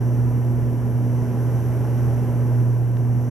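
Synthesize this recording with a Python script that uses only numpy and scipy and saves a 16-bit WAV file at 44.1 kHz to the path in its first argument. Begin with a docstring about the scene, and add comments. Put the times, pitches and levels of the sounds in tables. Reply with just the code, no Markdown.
"""Turboprop cabin on descent

From a window seat, on a stereo microphone. The propellers drone at their blade rate over a low,
wavering rumble and the rush of air along the fuselage. Thin turbine whines flutter at the blade
rate, and near the end the cabin trim ticks once."""
import sys
import numpy as np
from scipy.fft import rfft, irfft, next_fast_len
from scipy.io import wavfile
from scipy.ndimage import uniform_filter1d, map_coordinates

SR = 44100
rng = np.random.default_rng(int(sys.argv[2]) if len(sys.argv) > 2 else 0)


def inscribe(sig):
    """Save sig as 16-bit PCM at rate SR to the path in sys.argv[1].

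    A 1-D sig is mono; a 2-D sig holds one channel per row.
    Samples are clipped to [-1, 1] before scaling.
    """
    pcm = np.round(np.clip(np.atleast_2d(sig).T, -1, 1) * 32767)
    wavfile.write(sys.argv[1], SR, pcm.astype(np.int16))


N = 145530

# Propeller blades passing. Each row: time in seconds, rate in Hz.
BLADE_HZ = [(0, 120.15), (1.2, 120.3), (2.4, 120.3), (2.8, 119.6), (3.3, 120)]
# The blade tone at the seat. Each row: time in seconds, relative level in dB.
BLADE_LEVEL = [(0.0, -20.5), (0.32, -20.5), (0.8, -23), (0.9, -21.5), (1.19, -21), (1.34, -24.5),
               (1.55, -20), (1.63, -23), (2.12, -20.5), (2.25, -22.5), (2.6, -18.5), (2.92, -21.5),
               (3.13, -19.5), (3.29, -23)]
# The octave above it. Each row: time in seconds, relative level in dB.
BLADE_OCTAVE_LEVEL = [(0.0, -30.5), (0.12, -32.0), (1.39, -31), (1.67, -42), (2.14, -32.5), (2.62, -32.5),
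                      (2.73, -40.4), (2.8, -48), (3.07, -32), (3.29, -33.5)]
# Colour of the rumble. Each row: frequency in Hz, relative level in dB.
RUMBLE_SPECTRUM = [(20, -21), (35, -16), (48, -12), (60, -4), (70, 0), (78, -6), (92, -16), (130, -40),
                   (300, -120)]
# Level of the low rumble. Each row: time in seconds, relative level in dB.
RUMBLE_LEVEL = [(0.0, -41.5), (0.27, -32.1), (0.48, -41.9), (0.59, -28.8), (0.8, -39.7), (0.86, -30.4),
                (0.99, -42.6), (1.19, -33.6), (1.41, -41.2), (1.52, -35.3), (1.7, -32.9), (1.9, -38.6),
                (2.07, -30.1), (2.35, -35.9), (2.8, -36.3), (2.93, -39.5), (3.17, -36.8), (3.29, -44.6)]
# Swell of the air outside. Each row: time in seconds, relative level in dB.
AIRFLOW_LEVEL = [(0, -38.5), (.7, -39), (1.1, -38.5), (1.55, -36.5), (2.1, -36), (2.55, -38), (2.88, -40.5),
                 (3.3, -40)]
# Its dull rush, heard from inside. 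Each row: frequency in Hz, relative level in dB.
RUSH_SPECTRUM = [(20, -31), (70, -16), (100, 2), (138, 7.5), (162, 0), (190, 2.5), (225, -1.5), (350, 0),
                 (440, -3), (540, -8), (660, -8.5), (720, -13), (850, -11.5), (910, -17), (1020, -15.5),
                 (1200, -21.5), (1560, -22), (2000, -27.5), (2550, -32.5), (3050, -33.5), (3300, -40.5),
                 (4200, -46.5), (6000, -40), (15000, -109)]
# Its thin hiss. Each row: frequency in Hz, relative level in dB.
HISS_SPECTRUM = [(1000, -60), (2500, -25), (4000, -11.5), (4850, -10), (5300, -4.5), (6300, -3), (6600, -5),
                 (7000, -2), (8000, -3), (9400, -3), (10100, 1), (10600, .5), (11500, 2), (12300, 0),
                 (13200, -5.5), (15000, -11), (15700, -18)]
# Drift of the turbines. Each row: time in seconds, speed as a ratio to nominal.
TURBINE_SPEED = [(0, 1.003), (.6, 1.0003), (1.7, .9985), (2.5, 1), (3.3, 1.0015)]
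# The clearest whine. Each row: time in seconds, relative level in dB.
CLEAR_WHINE_LEVEL = [(0, -63.5), (.25, -65.5), (.6, -72), (1.4, -73), (1.8, -68), (2.1, -73), (3.3, -72)]
# Lower whines, most about a blade rate apart. Each row: nominal pitch in Hz, relative level in dB.
LOW_CLUSTER = [(5233, -80), (5355, -84), (5475, -83), (5609, -79), (5835, -76), (5922, -75), (5960, -76),
               (6081, -77), (6200, -84), (6320, -82)]
# Their rise and fall together. Each row: time in seconds, relative level in dB.
LOW_CLUSTER_LEVEL = [(0, -65), (.45, -68), (.95, -67), (1.2, -63), (1.55, -63), (1.9, -65), (2.05, -62),
                     (2.3, -66), (2.55, -64), (2.82, -69), (3.3, -62.5)]
# Upper whines. Each row: nominal pitch in Hz, relative level in dB.
HIGH_CLUSTER = [(11300, -80), (11423, -76), (11550, -80), (11674, -74), (11804, -72), (11925, -79),
                (12047, -78)]
# Noise around each cluster. 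Each row: centre in Hz, Gaussian width in Hz, relative level in dB.
CLUSTER_HALOS = [(5930, 280, -66), (11500, 180, -64.5)]
# Colour of the tick. Each row: frequency in Hz, relative level in dB.
TICK_SPECTRUM = [(300, -12), (900, -4), (1600, 0), (2400, -6), (3400, -17), (4500, -14), (7000, -25),
                 (14000, -36)]
# How alike noise is on the microphone's two sides. Each row: frequency in Hz, correlation from 0 to 1.
MIC_COHERENCE = [(60, .995), (250, .985), (600, .95), (1200, .88), (2400, .66), (4000, .55), (6000, .6),
                 (8000, .4), (12000, .22)]
# Balance at the microphone. Each row: frequency in Hz, left minus right in dB.
MIC_BALANCE = [(25, -8), (60, -6), (120, -3), (400, -1.3), (700, .4), (1300, -.3), (2400, .6), (4400, -1),
               (8000, -2), (10200, -4), (12500, -1.8)]
# Phase across the microphone. Each row: frequency in Hz, lead of the left side in radians.
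MIC_PHASE = [(30, 1.3), (60, -3.23), (120, .73), (400, 0.4), (700, 0.091), (1200, -0.16), (2400, -0.36),
             (5000, -0.033)]


def amp(db):
    """Decibels to gain."""
    return 10 ** (np.asarray(db) / 20)


def unit(x):
    """Scale to rms 1."""
    return x / np.sqrt(np.mean(np.abs(x) ** 2) + 1e-20)


def along(points, hz):
    """Read (Hz, value) points on a log axis."""
    f, v = np.transpose(points)
    return np.interp(np.log(hz + 1), np.log(f + 1), v)


def curve(points):
    """Read (seconds, value) points at every sample."""
    return np.interp(np.arange(N) / SR, *np.transpose(points))


def wobble(rate):
    """A smooth random curve, rate knots a second."""
    return map_coordinates(rng.standard_normal(N // 20), [np.arange(N) * rate / SR], mode="wrap")


def running_phase(hz):
    """Phase in radians of a frequency curve."""
    return 2 * np.pi * np.cumsum(hz) / SR


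def filtered(x, response):
    """Pass x through a frequency response."""
    size = next_fast_len(N + SR // 2)
    return irfft(rfft(x, size) * response(np.fft.rfftfreq(size, 1 / SR)), size)[..., :N]


def noise(gain):
    """Stereo noise of rms 1: alike on both sides in the bass, diffuse in the treble."""
    def mid_side_gain(hz):
        angle = np.arccos(along(MIC_COHERENCE, hz)) / 2
        return gain(hz) * [np.cos(angle), np.sin(angle)]
    mid, side = filtered(rng.standard_normal((2, N)), mid_side_gain)
    return unit(np.array([mid + side, mid - side]))


def shaped(spectrum):
    """Stereo noise with a given spectrum."""
    return noise(lambda hz: amp(along(spectrum, hz)))


def tone(phase, blur_rad, fade_db):
    """A tone of rms 1 that wanders a little in level and phase."""
    fading = amp(fade_db * wobble(7.33))
    return unit(fading * np.sin(phase + 2 * wobble(3.6) + blur_rad * wobble(45)))


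def propellers(blade_phase):
    """The passing blades drone with two overtones; the octave fades away twice and returns."""
    waver_db = .08 * wobble(16)
    fundamental = amp(curve(BLADE_LEVEL) + 1 + waver_db) * np.cos(blade_phase - 1)
    octave = amp(curve(BLADE_OCTAVE_LEVEL) - .67) * np.cos(2 * blade_phase + .5)
    third = amp(-51.5) * tone(3 * blade_phase, blur_rad=.4, fade_db=3)
    return np.sqrt(2) * (fundamental + octave) + third


def rumble(evenness=.65):
    """Low cabin rumble whose level wavers at random."""
    low = shaped(RUMBLE_SPECTRUM)
    power = np.abs(uniform_filter1d(low.mean(0) ** 2, SR // 20)) + 1e-6
    evened = unit(low / power ** (evenness / 2))  # even out the noise, then apply the level curve
    return amp(curve(RUMBLE_LEVEL) + .3) * evened


def airflow(mean_db, swell_db, bass_share=.54, hiss_share=.9):
    """Air along the fuselage: a dull rush swells; its bass and a thin hiss follow by a share."""
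    rush = shaped(RUSH_SPECTRUM)
    bass = filtered(rush, lambda hz: 1 / (1 + (hz / 280) ** 4))
    body = amp(swell_db) * (rush - bass) + amp(bass_share * swell_db) * bass
    hiss = amp(hiss_share * swell_db) * shaped(HISS_SPECTRUM)
    return amp(mean_db) * (amp(7.5) * body + amp(-19) * hiss)


def whine_cluster(whines, halo, phase_per_hz, diffuse=.6):
    """Turbine whines in a halo of noise, each partly different on the microphone's two sides."""
    centre_hz, width_hz, halo_db = halo
    cluster = amp(halo_db) * noise(lambda hz: np.exp(-.5 * ((hz - centre_hz) / width_hz) ** 2))
    for hz, db in whines:
        shared, left, right = [tone(hz * phase_per_hz, blur_rad=1, fade_db=1.5) for _ in range(3)]
        cluster += amp(db) * (shared + diffuse * np.array([left, right]))
    return cluster


def turbines(blade_phase, swell_db, clear_hz=5722, hum_hz=979.8, flutter=.3, sharpness=4):
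    """Whines that flutter at the blade rate and a faint hum, all pitched by the turbine speed."""
    phase_per_hz = running_phase(curve(TURBINE_SPEED))
    whines = amp(curve(CLEAR_WHINE_LEVEL)) * tone(clear_hz * phase_per_hz, blur_rad=.45, fade_db=1)
    low = whine_cluster([(hz, db + 1.8) for hz, db in LOW_CLUSTER], CLUSTER_HALOS[0], phase_per_hz)
    high = whine_cluster([(hz, db + 3.3) for hz, db in HIGH_CLUSTER], CLUSTER_HALOS[1], phase_per_hz)
    low_db = curve(LOW_CLUSTER_LEVEL)
    whines = whines + amp(low_db - low_db.mean()) * low + amp(swell_db) * high
    pulses = unit(np.exp(sharpness * np.cos(blade_phase)))
    hum = amp(-56.5) * tone(hum_hz * phase_per_hz, blur_rad=.35, fade_db=2)
    return whines * unit(1 + flutter * pulses) + hum


def trim_tick(start_s=2.9692, t60_s=.02):
    """One dry tick of the cabin trim: a burst of noise that dies at once."""
    age_s = np.arange(N) / SR - start_s
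    return amp(-38 - 60 * np.abs(age_s) / t60_s) * (age_s > 0) * shaped(TICK_SPECTRUM)


def window_seat(hz):
    """Response at the microphone: in the bass the left is weaker and out of step with the right."""
    sides = np.array([[.5], [-.5]])
    return amp(sides * along(MIC_BALANCE, hz)) * np.exp(1j * sides * along(MIC_PHASE, hz))


def scene():
    """The whole cabin as it reaches the microphone at the seat."""
    blade_phase = running_phase(curve(BLADE_HZ))
    flow_db = curve(AIRFLOW_LEVEL)
    swell_db = flow_db - flow_db.mean()
    cabin = propellers(blade_phase) + rumble() + airflow(flow_db.mean(), swell_db)
    cabin += turbines(blade_phase, swell_db) + trim_tick()
    return filtered(cabin, window_seat)


def record(dry, fade_s=.012, top_hz=15550):
    """Soft ends, and nothing above the recorder's band limit."""
    edge_s = np.minimum(np.arange(N), np.arange(N)[::-1]) / SR
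    return filtered(dry * np.minimum(edge_s / fade_s, 1), lambda hz: hz < top_hz)


dry = scene()
out = record(dry)
inscribe(out)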